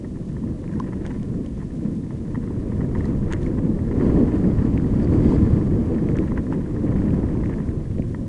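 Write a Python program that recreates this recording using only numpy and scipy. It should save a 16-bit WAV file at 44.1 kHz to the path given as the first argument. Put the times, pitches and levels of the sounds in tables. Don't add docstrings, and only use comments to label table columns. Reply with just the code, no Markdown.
import sys
import numpy as np
from scipy.fft import rfft, irfft, next_fast_len
from scipy.io import wavfile
from scipy.ndimage import map_coordinates

SR = 44100
rng = np.random.default_rng(int(sys.argv[2]) if len(sys.argv) > 2 else 0)


def wav_record(signal):
    frames = np.transpose(np.atleast_2d(signal))
    bounded = np.clip(frames, -1, 1)
    quanta = np.round(bounded * 32767).astype(np.int16)
    wavfile.write(sys.argv[1], SR, quanta)


N = 365148

# (time [s], level [dB])
AIRFLOW = [(0.0, -32), (0.55, -30.5), (0.8, -28.5), (1.25, -29.5), (1.6, -31), (2.2, -29.5), (3.03, -24),
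           (3.3, -24.5), (3.88, -25), (4.04, -20), (4.5, -21.5), (4.85, -22), (5.3, -18.5), (5.65, -22),
           (6.15, -22.5), (6.45, -26), (6.7, -25), (7.0, -22), (7.45, -24), (7.85, -29), (8.28, -31.5)]
# (time [s], frequency [Hz])
ROAR_CENTRE = [(0, 312.8), (1.2, 294.9), (2.4, 299.7), (3.5, 313.5), (4.15, 281.8), (4.55, 287.8),
               (5.15, 311.7), (5.45, 290), (6.0, 302), (7.1, 302.1), (8.28, 316.8)]
# (middle [s], half length to 1/e [s], buffet change [dB], drum change [dB], roar change [dB])
GUSTS = [(0.33, 0.06, 3, 1.5, 1), (0.62, 0.037, -4, -4.5, 1), (0.76, 0.031, -2, 3.5, 4),
         (1.04, 0.093, 0, 0, 2), (1.36, 0.085, 4, 3.5, 4), (1.86, 0.11, -2, 5.5, 4),
         (2.75, 0.049, 0.5, -2, -2), (3.24, 0.062, 2, -0.5, -2.5), (3.46, 0.074, 2, 0.5, 0),
         (3.68, 0.088, -1, 5.5, 3.5), (4.05, 0.084, 0.5, -0.5, 4.5), (4.2, 0.056, 4.5, 1.5, 6),
         (4.32, 0.062, -1.5, -5.5, 2), (4.47, 0.042, -2, 5.5, 5.5), (4.58, 0.036, 3, -0.5, -1),
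         (4.89, 0.14, 1, 1.5, -1), (5.13, 0.092, 2, -0.5, 1), (5.33, 0.11, 2.5, 2.5, -1),
         (5.43, 0.026, 6.5, -2, 3), (5.55, 0.048, 1.5, 0.5, 0.5), (5.76, .04, 2, 1, 2.5),
         (5.92, 0.047, 2, -4.5, 0.5), (6.18, 0.081, 1, 1, 3.5), (6.56, 0.049, 0, 5.5, 2),
         (6.7, 0.1, 0.5, -3, -2), (6.98, 0.17, -0.5, 1.5, 1.5), (7.45, 0.19, -1, -1.5, -1.5),
         (7.95, 0.2, 6.5, -1, -1)]
# (middle [s], half length to 1/e [s], churn change [dB], grit change [dB])
LOOSE = [(.79, 0.15, 7, 2), (1.08, 0.084, 9.5, 8), (1.06, 0.014, 4, 3), (1.612, 0.046, 7.5, 0),
         (3.04, 0.068, 6.5, 6.5), (3.33, 0.042, 14, 10.5), (3.448, 0.04, 6, 9), (4.02, .06, 2.5, 2),
         (4.25, 0.42, 4.5, 2), (6.25, 0.17, 2, 4), (6.318, .014, 11, 2), (6.378, .015, 13, 3),
         (6.53, 0.026, 9.5, 6), (6.95, 0.28, 5, -0.5), (7.5, .15, 3, 0)]
# (time [s], low modes before KNOCK_DB [dB], high modes before KNOCK_DB [dB])
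BUMPS = [(0.045, -43, -35.5), (0.156, -52, -42), (0.365, -42, -38), (0.436, -36, -51), (0.474, -49, -41),
         (0.692, -45, -40), (0.756, -44, -40), (0.768, -39, -47), (0.802, -33, -49), (0.842, -39, -37.5),
         (0.862, -47, -41), (0.923, -36, -40), (0.9312, -33, -31.5), (1.075, -47, -44), (1.095, -50, -49),
         (1.576, -42, -53), (1.602, -54, -40), (1.615, -49, -43), (1.624, -39, -50), (1.705, -57, -43),
         (2.1058, -35, -36.5), (2.3455, -33, -33), (2.3545, -32, -30.5), (2.475, -40, -37),
         (2.504, -40, -53), (2.718, -37, -40), (2.806, -38, -33), (2.8135, -33, -34), (2.9495, -31, -28.5),
         (2.958, -31, -39), (3.005, -34, -30), (3.043, -48, -33.5), (3.056, -34, -37), (3.28, -53, -36.5),
         (3.343, -49, -31), (3.464, -40, -37), (3.744, -46, -41), (3.788, -37, -37), (3.912, -35, -31.5),
         (3.997, -38, -33), (4.009, -35, -28), (4.018, -33, -32), (4.066, -43, -42), (4.843, -38, -38),
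         (5.3205, -23, -46), (5.612, -36, -34.5), (5.961, -36, -39), (6.156, -39, -30), (6.226, -35, -36),
         (6.236, -33, -36), (6.309, -39, -37), (6.318, -26.5, -33), (6.377, -29.5, -33),
         (6.466, -45, -33.5), (6.525, -26, -39), (6.533, -42, -35), (6.764, -38, -37), (6.925, -35, -35),
         (7.071, -44, -39), (7.079, -37, -41), (7.23, -36, -34), (7.287, -38, -33.5), (7.321, -55, -47),
         (7.351, -31.5, -44), (7.404, -37, -45), (7.435, -32, -31), (7.495, -32, -34), (7.583, -48, -36),
         (7.601, -35, -34), (8.1455, -34, -29.5)]
# (time [s], clack level [dB], pitch [Hz],
# time to the crest of the ring [cycles], sharp edge level before CRACK_DB [dB])
STONES = [(0.678, -38, 2200, 0.93, -66), (0.737, -37, 1650, 2.1, -72), (0.799, -35, 1500, 1.5, -44),
          (0.8, -23, 1024, 3.1, -70), (1.0518, -31, 1700, 0.68, -61), (1.056, -32, 1700, 1, -60),
          (1.064, -35, 1880, 0.62, -41), (1.23, -49, 2500, .7, -50), (1.462, -41, 2900, 0.83, -50),
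          (3.055, -39, 4706, 1.5, -50), (3.3251, -27, 2300, 0.86, -33.5), (3.3349, -30, 2830, 1.9, -46),
          (3.334, -20, 1700, 1.06, -41), (3.431, -45, 2600, .9, -49), (3.463, -34.5, 2150, 3.36, -52.5),
          (4.777, -26.5, 2170, 1.04, -60), (5.03, -47, 4707, 6.5, -58), (5.046, -46, 4600, 5.3, -57),
          (6.088, -30.5, 2058, 1.3, -55), (6.168, -42, 2582, 0.62, -47), (6.174, -29, 1511, 0.83, -59),
          (6.187, -25, 2160, 0.89, -51), (6.377, -24, 1686, 1.2, -55), (6.525, -21.5, 1140, 0.66, -56),
          (6.533, -39, 2500, 1.46, -58), (6.986, -38, 1987, 1.4, -67), (7.106, -36, 2300, .9, -62),
          (7.459, -32, 1986, 1.1, -59), (7.495, -34, 1600, .7, -65), (7.539, -34, 1968, 1.4, -60),
          (7.689, -37, 1890, 1.4, -70), (7.984, -41, 2198, 0.93, -62), (8.022, -36, 2250, 1.34, -62)]
# (time [s], level before JOLT_DB [dB], pitch [Hz])
JOLTS = [(0.888, -29, 510), (1.052, -35, 650), (1.063, -28.5, 725), (2.374, -10, 249), (5.052, -6.5, 306),
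         (5.416, -5.5, 194), (5.528, -3.5, 129), (5.127, -20, 480), (5.905, -24, 500), (6.111, -29, 516),
         (7.983, -18, 430), (7.993, -8, 215), (7.995, -19, 520)]
# (frequency [Hz], relative level [dB], 60 dB decay [s])
CASE_MODES = [(925, 1.5, 0.02), (1021, -2.5, 0.024), (1270, -4.5, 0.017), (1810, -8.5, 0.015),
              (1778, -17, 0.05), (1882, -4, 0.019), (2000, -10.5, 0.023), (3140, -22, 0.016)]

# (frequency [Hz], relative level [dB])
BUFFET = [(10, -14), (20, -2), (40, -3.5), (70, 1), (110, 0.5), (140, -2.5), (180, -18.5), (230, -32),
          (500, -71.5), (1000, -120)]
DRUM = [(70, -26), (120, -7.5), (150, -0.5), (185, -0.5), (215, .5), (250, -2), (300, -16), (400, -29.5),
        (1000, -94.5)]
ROAR = [(130, -27), (230, -5), (275, 1), (320, 2), (370, -4), (425, -8), (475, -7.5), (540, -14),
        (620, -18), (760, -27.5), (1200, -38), (2500, -71), (6000, -120)]
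RUSH = [(300, -17.5), (600, -4), (750, 3.5), (860, -2), (1010, 3.5), (1250, -2.5), (1450, -8), (1820, -8),
        (2100, -10), (2500, -15.5), (3100, -28), (3700, -27), (6000, -43), (10400, -57.5)]
WHISK = [(1500, -20.5), (3100, 5), (3800, -4.5), (4650, 2.5), (5400, -6), (7000, -4), (9000, -7),
         (10400, -13)]
HISS = [(100, -1), (1000, 1), (3100, 2.5), (3800, 0.5), (5500, 0), (6600, 0), (8500, -0.5), (10400, -2)]
GRIT = [(500, -36.5), (1200, -2.5), (2000, 4.5), (3100, 0.5), (4000, 1), (5500, -2.5), (6600, -1),
        (8500, -5), (10400, -8)]
GRIND = [(400, -23), (800, -1.5), (1000, 10), (1200, -4.5), (1550, -0.5), (1800, 4), (2080, -3.5),
         (2400, -10), (3100, -15.5), (4000, -31), (10400, -38)]
EDGE = [(1500, -27), (3000, 2), (4500, -4), (5500, -0.5), (6450, 1.5), (7500, -4.5), (9200, -10),
        (10400, -22.5)]

CRUISE_DB = -24
BUFFET_LAW, DRUM_LAW, ROAR_LAW = (-26, 1), (-25, 0.82), (-28.5, 1.2)
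RUSH_LAW, WHISK_LAW = (-51, 1.48), (-70.5, 2.8)
CHURN_LAW, GRIT_LAW = (-57, 0.81), (-67.5, .1)
PEBBLE_LAW, RATTLE_LAW = (-44.5, 1.45), (-51, .7)

ROAR_REST_HZ = 300
DRUM_WANDER_OCTAVES = .08
PEBBLES_PER_S, PEBBLE_SPREAD_DB = 24, 5
PEBBLE_HZ, PEBBLE_OCTAVES = 1597, 0.44
PEBBLE_CYCLES = 0.96
RATTLES_PER_S, RATTLE_SPREAD_DB = 8.6, 2
KNOCK_DB = -2
SPRAY_DB, SPRAY_T60_S = -18, .04
CRACK_DB, CRACK_T60_S, CRACK_ATTACK_S = 6.5, .009, .0004
JOLT_DB = -4.5
TOP_HZ = 10400


def amp(db):
    return 10 ** (np.asarray(db) / 20)


def unit(x):
    return x / np.sqrt(np.mean(x ** 2) + 1e-20)


def curves(rows):
    times, *columns = np.transpose(rows)
    return [np.interp(np.arange(N) / SR, times, column) for column in columns]


def wobble(rate):
    knots = rng.standard_normal(int(N * rate / SR) + 4)
    return map_coordinates(knots, [np.arange(N) * rate / SR])


def filtered(x, response):
    size = next_fast_len(N + SR // 2)
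    hz = np.fft.rfftfreq(size, 1 / SR)
    return irfft(rfft(x, size) * response(hz), size)[:N]


def coloured(x, spectrum):
    f, db = np.transpose(spectrum)
    return unit(filtered(x, lambda hz: amp(np.interp(np.log(hz + 1), np.log(f), db))))


def noise(spectrum):
    return coloured(rng.standard_normal(N), spectrum)


def impacts(rate, spread_db):
    chance = rng.random(N)
    size = rng.exponential(size=N)
    sign = rng.choice([-1, 1], N)
    return (chance < rate / SR) * sign * amp(spread_db * np.minimum(size, 4))


def add(track, s, sound):
    part = track[max(round(s * SR), 0):][:len(sound)]
    part += sound[:len(part)]


def driven(law):
    flow_db, = curves(AIRFLOW)
    cruise_db, growth = law
    return cruise_db + growth * (flow_db - CRUISE_DB)


def swells(rows):
    t = np.arange(N) / SR
    return sum(np.outer(changes, np.exp(-((t - s) / half) ** 2)) for s, half, *changes in rows)


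def gliding(x, ratio):
    return map_coordinates(x, [np.cumsum(ratio)], mode="mirror")


def blip(t, hz, cycles):
    u = t * hz / cycles
    envelope = (u * np.exp(1 - u)) ** 2
    return envelope * np.sin(2 * np.pi * hz * t)


def case_ring(t, low_db, high_db, scatter_db, attack, split_hz=1200):
    hz, db, t60 = np.transpose(CASE_MODES)[:, :, None]
    strength, detune, offset = rng.standard_normal((3,) + hz.shape)
    phase = 2 * np.pi * (hz * (1 + 0.018 * detune) * t + 0.07 * offset)
    envelope = amp(db + scatter_db * strength - 60 * t / t60) * (1 - np.exp(-t / attack)) ** 2
    modes = envelope * np.sin(phase)
    low = np.sum(modes * (hz < split_hz), axis=0)
    high = np.sum(modes * (hz >= split_hz), axis=0)
    return amp(low_db) * low / np.abs(low).max() + amp(high_db) * high / np.abs(high).max()


def microphone_hiss():
    return amp(-60) * noise(HISS)


def wind_and_tyres():
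    eddies, surges = wobble(45), wobble(9)
    gust_buffet_db, gust_drum_db, gust_roar_db = swells(GUSTS)

    buffet_db = driven(BUFFET_LAW) + gust_buffet_db + 0.73 * wobble(5)
    buffet = amp(buffet_db) * noise(BUFFET)

    drum_db = driven(DRUM_LAW) + gust_drum_db + .6 * surges + 0.41 * eddies
    drum_ratio = 2 ** (DRUM_WANDER_OCTAVES * wobble(7))
    drum = amp(drum_db) * gliding(noise(DRUM), drum_ratio)

    roar_hz, = curves(ROAR_CENTRE)
    roar_db = driven(ROAR_LAW) + gust_roar_db + 0.68 * surges + 1.25 * eddies
    roar = amp(roar_db) * gliding(noise(ROAR), roar_hz / ROAR_REST_HZ)

    rush_db = driven(RUSH_LAW) + 1.1 * eddies + 0.68 * wobble(160)
    rush = amp(rush_db) * noise(RUSH)

    whisk = amp(driven(WHISK_LAW) + 1.4 * eddies) * noise(WHISK)
    return buffet + drum + roar + rush + whisk


def gravel():
    loose_churn_db, loose_grit_db = swells(LOOSE)
    grit_db = driven(GRIT_LAW) + loose_grit_db + 2.5 * wobble(25)
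    grit = coloured(impacts(rate=1500, spread_db=3.0), GRIT) * amp(grit_db)
    churn_db = driven(CHURN_LAW) + loose_churn_db + 4.3 * wobble(70)
    churn = coloured(impacts(rate=700, spread_db=2.0), GRIND) * amp(churn_db)
    return grit + churn


def pebbles():
    out, t = np.zeros(N), np.arange(SR // 50) / SR
    level_db = driven(PEBBLE_LAW)
    for when, force, size, damping in rng.random((round(PEBBLES_PER_S * N / SR), 4)):
        db = level_db[int(when * N)] + PEBBLE_SPREAD_DB * (2 * force - 1)
        hz = PEBBLE_HZ * 2 ** (PEBBLE_OCTAVES * (2 * size - 1))
        add(out, when * N / SR, amp(db) * blip(t, hz, PEBBLE_CYCLES * (.5 + damping)))
    return out


def small_bumps():
    rattle_db = driven(RATTLE_LAW)
    bumps = []
    for when, *forces in rng.random((round(RATTLES_PER_S * N / SR), 3)):
        spread_db = RATTLE_SPREAD_DB * (2 * np.array(forces) - 1)
        low_db, high_db = rattle_db[int(when * N)] + spread_db
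        bumps.append((when * N / SR, low_db, high_db))
    return bumps


def knocks():
    rings, spray, t = np.zeros(N), np.zeros(N), np.arange(SR // 10) / SR
    for s, low_db, high_db in list(BUMPS) + small_bumps():
        add(rings, s, case_ring(t, low_db, high_db, scatter_db=1.5, attack=.0014))
        decay = amp(high_db + SPRAY_DB - 60 * t / SPRAY_T60_S)
        add(spray, s, decay * (1 - np.exp(-t / 0.0012)))
    rebounds = coloured(impacts(rate=1500, spread_db=3.0), GRIND)
    return amp(KNOCK_DB) * rings + spray * rebounds


def stones():
    clacks, cracks, t = np.zeros(N), np.zeros(N), np.arange(SR // 20) / SR
    for s, db, hz, cycles, edge_db in STONES:
        add(clacks, s, amp(db) * blip(t, hz, cycles))
        decay = amp(edge_db + CRACK_DB - 60 * t / CRACK_T60_S)
        add(cracks, s, decay * (1 - np.exp(-t / CRACK_ATTACK_S)))
    return clacks + cracks * noise(EDGE)


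def jolts():
    out, t = np.zeros(N), np.arange(SR // 10) / SR
    for s, db, hz in JOLTS:
        add(out, s, amp(db + JOLT_DB) * blip(t, hz, cycles=0.97))
    return out


def scene():
    air = microphone_hiss() + wind_and_tyres()
    ground = gravel() + pebbles() + knocks() + stones() + jolts()
    return (air + ground)[None]


def record(dry):
    return np.array([filtered(x, lambda hz: hz < TOP_HZ) for x in dry])


dry = scene()
out = record(dry)
wav_record(out)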